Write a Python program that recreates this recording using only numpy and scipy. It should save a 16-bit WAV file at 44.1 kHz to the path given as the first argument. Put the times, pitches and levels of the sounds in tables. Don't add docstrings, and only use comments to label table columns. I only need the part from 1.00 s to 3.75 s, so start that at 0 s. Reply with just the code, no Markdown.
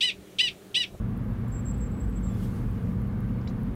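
import sys
import numpy as np
from scipy import signal
from scipy.fft import rfft, irfft, next_fast_len
from scipy.io import wavfile
from scipy.ndimage import uniform_filter1d, map_coordinates

SR = 44100
rng = np.random.default_rng(int(sys.argv[2]) if len(sys.argv) > 2 else 0)


def wrap_up_sound(samples):
    columns = np.atleast_2d(samples).T
    tamed = np.clip(columns, -1, 1)
    steps = np.round(tamed * 32767).astype(np.int16)
    wavfile.write(sys.argv[1], SR, steps)


def field_ratio(decibels):
    return 10 ** (np.asarray(decibels, dtype=float) / 20)


N = 121275

# [t/s, level/dB]
BODY_SHAKE = [(0.0, -31.5), (0.28, -39), (0.33, -30.5), (0.51, -41), (0.86, -32), (0.93, -41), (1.0, -31.5),
              (1.6, -39.5), (1.68, -32), (1.81, -46), (1.89, -34.5), (2.2, -39.5), (2.23, -32.5),
              (2.38, -43.5), (2.68, -34), (2.75, -43)]
# [f/Hz, level/dB per Hz]
ROAD_SPECTRUM = [(12, -35), (20, -29), (38, -2), (86, -3), (123, -1), (152, -4.5), (184, -6), (270, -11),
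                 (330, -31), (430, -56), (730, -120)]
# [f/Hz, level/dB per Hz]
TYRE_SPECTRUM = [(150, -18.5), (260, -4.5), (340, -5), (600, -15.5), (1100, -18), (2200, -28.5),
                 (3600, -37), (6500, -52), (12000, -89)]
# [f/Hz, level/dB, wander/Hz, wander rate/(1/s), swell/dB, share of shake]
HUMS = [(49.5, -37, 4.1, 14, 2.5, 1.1), (97.6, -41.5, 4.8, 9, 1.5, -0.065),
        (117.95, -37.5, 5.07, 10, 1.2, -0.15), (188.5, -40.5, 3.5, 6.03, 4, 0.39),
        (215.6, -40.5, 3, 7, -0.5, 0.17), (240.4, -44, 9, 14, 1.5, -0.23)]
# [f/Hz, width/Hz, lift/dB]
CABIN_PANELS = [(483, 84, 6), (1158, 65, 4.5), (1576, 240, 2.5), (2156, 170, 2.5), (3870, 440, -0.5)]
# [f/Hz, level/dB per Hz]
HISS_SPECTRUM = [(2000, -9), (4000, -5), (6500, -2.5), (9000, -2.5), (11000, -4), (16000, -1.5)]
# [f/Hz, level/dB per Hz]
FIZZ_SPECTRUM = [(7000, -60), (10000, 2), (12000, 6), (16000, 0)]
# [t/s, peak level/dB]
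TICKS = [(0.175, -44), (0.4815, -43), (0.7801, -45), (1.0968, -44), (1.711, -44), (2.0183, -46),
         (2.2048, -42.5), (2.6322, -42.5)]
# [f/Hz, level/dB]
TICK_SPECTRUM = [(7500, -53), (9000, -4), (10000, -2.5), (16000, -4)]
# [t/s, length/s, level/dB, f/Hz, glide/Hz]
GRIPS = [(0.471, 0.022, -65, 7577, 11), (0.51, 0.098, -54.5, 7580, 42), (0.644, 0.075, -49.5, 7605, 14.5),
         (0.73, .02, -52.5, 7634, 15), (0.762, 0.027, -79, 7790, 20), (0.798, 0.05, -50.5, 7640, -7.5),
         (0.842, 0.035, -56.5, 7630, -21.5), (0.901, 0.023, -62, 7633, 4), (.905, .05, -71, 7800, 80),
         (.945, .06, -69, 7890, -60), (0.992, 0.024, -52.5, 7660, 2), (1.014, 0.04, -60.5, 7660, -10),
         (1.06, 0.04, -72, 7760, 90), (1.095, 0.055, -73, 7900, -60.5), (1.145, 0.047, -56, 7680, 1),
         (1.22, 0.08, -57, 7610, -45), (1.292, .035, -62, 7560, -10), (.61, .04, -79, 7760, 8)]
# [f/Hz, level/dB per Hz]
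DRAG_SPECTRUM = [(7100, -60), (7450, -12), (7650, 0), (7850, -1), (7980, -12), (8200, -60)]
# [t/s, level/dB]
AIR_FLOW = [(1.2, -32), (1.29, -12), (1.34, -5.5), (1.44, 1), (1.5, -4), (1.57, -3.5), (1.66, -11.5),
            (1.92, -11), (2.02, -30)]
# [f/Hz, level/dB per Hz]
VENT_SPECTRUM = [(1500, -26), (3000, 3.5), (6000, 0), (9000, 0), (13500, -1.5), (16000, -6.5)]
# [t/s, length/s, level/dB, f/Hz]
VALVE_WHISTLES = [
    (1.25, .1, -56.5, 1170),
    (1.262, .025, -70, 3720),
    (1.293, .07, -68.5, 3440),
    (1.335, .02, -70, 2150),
    (1.338, .02, -69, 5000),
    (1.42, .025, -66, 2850),
]
# [t/s, level/dB, life/s, share of one clean blow]
RATTLES = [
    (2.411, -62, .003, .3),
    (2.4700, -46, 0.003, 1.),
    (2.4715, -47, 0.0045, 1.),
    (2.480, -55, 0.008, .2),
]
# [f/Hz, width/Hz, level/dB]
TRIM_PARTS = [
    [(5000, 900, 0), (6900, 700, -6)],
    [(2040, 90, 4), (2300, 110, 6), (2970, 120, 2), (3500, 200, -4)],
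    [(3910, 70, 7), (4100, 70, 6), (4660, 80, 2), (5300, 90, -4), (5680, 90, -5), (7400, 160, -7)],
    [(3950, 230, 2), (4700, 150, -2), (5400, 200, -3), (6200, 150, 0), (6600, 150, -4), (7300, 250, -4)],
]


def unit(x):
    return x / np.sqrt(np.mean(x ** 2) + 1e-20)


def along(points, hz):
    f, v = np.transpose(points)
    return np.interp(np.log(hz + 1), np.log(f + 1), v)


def wobble(rate):
    return map_coordinates(rng.standard_normal(2000), [np.arange(N) * min(rate, 600) / SR])


def filtered(x, response):
    m = next_fast_len(N + SR // 2)
    return irfft(rfft(x, m) * response(np.fft.rfftfreq(m, 1 / SR)), m)[:N]


def rush(spectrum, patchy_db):
    z = signal.stft(rng.standard_normal(N), nperseg=512)[2]
    field = uniform_filter1d(rng.standard_normal(z.shape), size=6, axis=0)
    field = uniform_filter1d(field, size=14, axis=1)
    x = signal.istft(z * field_ratio(patchy_db * unit(field)), nperseg=512)[1][:N]
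    return unit(filtered(x, lambda hz: field_ratio(along(spectrum, hz))))


def gate(start, length, rise, fall):
    t = np.arange(N) / SR - start
    opening = np.sin(np.pi / 2 * np.clip(t / rise, 0, 1))
    closing = np.sin(np.pi / 2 * np.clip((length - t) / fall + 0.5, 0, 1))
    return (opening * closing) ** 2


def tone(hz):
    return np.sqrt(2) * np.sin(2 * np.pi * (np.cumsum(hz) / SR + rng.random()))


def engine_hums(shake_db):
    hums = np.zeros(N)
    for hz, level_db, wander_hz, rate, swell_db, share in HUMS:
        level = field_ratio(level_db + swell_db * wobble(0.796 * rate) + share * shake_db)
        hums += level * tone(hz + wander_hz * wobble(rate))
    return hums


def road_rumble(shake_db):
    return field_ratio(-32.5 + 0.18 * shake_db) * rush(ROAD_SPECTRUM, patchy_db=0.06)


def tyre_roar():
    def panels(f):
        return field_ratio(sum(db / (1 + (2 * (f - c) / w) ** 2) for c, w, db in CABIN_PANELS))

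    level = field_ratio(-45.5 + 0.61 * wobble(2.03) + 0.13 * wobble(12))
    return level * filtered(rush(TYRE_SPECTRUM, patchy_db=0.7), panels)


def drive():
    s, db = np.transpose(BODY_SHAKE)
    shake_db = np.interp(np.arange(N) / SR, s, db - db.mean())
    return engine_hums(shake_db) + road_rumble(shake_db) + tyre_roar()


def camera_hiss():
    fizz = field_ratio(-75 + 5 * np.tanh(wobble(60))) * rush(FIZZ_SPECTRUM, patchy_db=1.2)
    return fizz + field_ratio(-68.5) * rush(HISS_SPECTRUM, patchy_db=-1.0)


def camera_ticks():
    ticks, specks = np.zeros(N), rng.random((70, 2))
    ticks[(specks[:, 0] * N).astype(int)] = field_ratio(-50 - 5 * specks[:, 1])
    for s, db in TICKS:
        ticks[round((s + 0.0012) * SR)] = field_ratio(db + 13.5)
    ticks = ticks + 0.3 * np.roll(ticks, 17)
    return filtered(ticks, lambda hz: field_ratio(along(TICK_SPECTRUM, hz)))


def drum_squeal():
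    t, sing = np.arange(N) / SR, np.zeros(N)
    chatter = 1 + 0.2 * tone(125 + 25 * wobble(40))
    for s, length, db, hz, glide_hz in GRIPS:
        level = field_ratio(db + 2.2 * np.tanh(wobble(70.3))) * gate(s, length, rise=0.022, fall=0.028)
        pitch = hz + glide_hz * (t - s) / length + 11 * wobble(70.1)
        sing += level * tone(pitch) * (chatter + field_ratio(-15) * wobble(320))
    return sing


def shoe_drag():
    level = field_ratio(-74 + 1.5 * np.tanh(wobble(30.4))) * gate(0.47, 0.87, rise=0.064, fall=0.035)
    return level * rush(DRAG_SPECTRUM, patchy_db=4.0)


def dipped_above_squeal(x):
    squeal = filtered(x, lambda hz: (hz > 7300) & (hz < 8000))
    loud = uniform_filter1d(squeal ** 2, size=SR // 25) > field_ratio(2 * -55.5)
    hide = np.roll(uniform_filter1d(1.0 * loud, size=SR // 60), round(0.02 * SR))
    band = filtered(x, lambda hz: abs(hz - 8500) < 700 / 2)
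    return x - (1 - field_ratio(-34)) * hide * band


def air_vent():
    flow_db = np.interp(np.arange(N) / SR, *np.transpose(AIR_FLOW), left=-60, right=-60)
    return field_ratio(-57.5 + 0.6 * wobble(29.8)) * field_ratio(flow_db) * rush(VENT_SPECTRUM, patchy_db=0.8)


def valve_whistle():
    whistle = np.zeros(N)
    for s, length, db, hz in VALVE_WHISTLES:
        level = field_ratio(db + 1.5 * np.tanh(wobble(80))) * gate(s, length, rise=0.0083, fall=0.015)
        whistle += level * tone(hz + 8 * wobble(60))
    return whistle


def trim_rattle():
    t, out = np.arange(N) / SR, np.zeros(N)
    for (s, db, life, blow), part in zip(RATTLES, TRIM_PARTS):
        def plastic(f):
            ring = sum((-1) ** k * field_ratio(g) * 1j * f * w / (c * c - f * f + 1j * f * w)
                       for k, (c, w, g) in enumerate(part))
            return ring * f / (f + 1200) / (1 + (f / 8000) ** 8)

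        u = np.clip(t - s, 0, None) / life
        contact = (1 - blow / 2) * u * np.exp(-u) * rng.standard_normal(N)
        contact[round((s + life) * SR)] = blow * np.sqrt(life * SR) / 2
        out += field_ratio(db + 20) * filtered(contact, plastic)
    return out


def scene():
    brake = drum_squeal() + shoe_drag() + air_vent() + valve_whistle()
    return (drive() + brake + trim_rattle())[None]


def top_cut(x):
    return signal.sosfilt(signal.butter(12, 15720, fs=SR, output="sos"), x)


def record(dry):
    edge_s = 0.002
    x = dry / (1 + np.abs(dry / 0.15) ** 3) ** (1 / 3)
    x = x * gate(-edge_s / 5, N / SR - edge_s / 2, rise=edge_s / 2, fall=edge_s)
    x = x + camera_hiss() + camera_ticks()
    mix = dipped_above_squeal(x[0])[None]
    return top_cut(mix)


dry = scene()
out = record(dry)
wrap_up_sound(out)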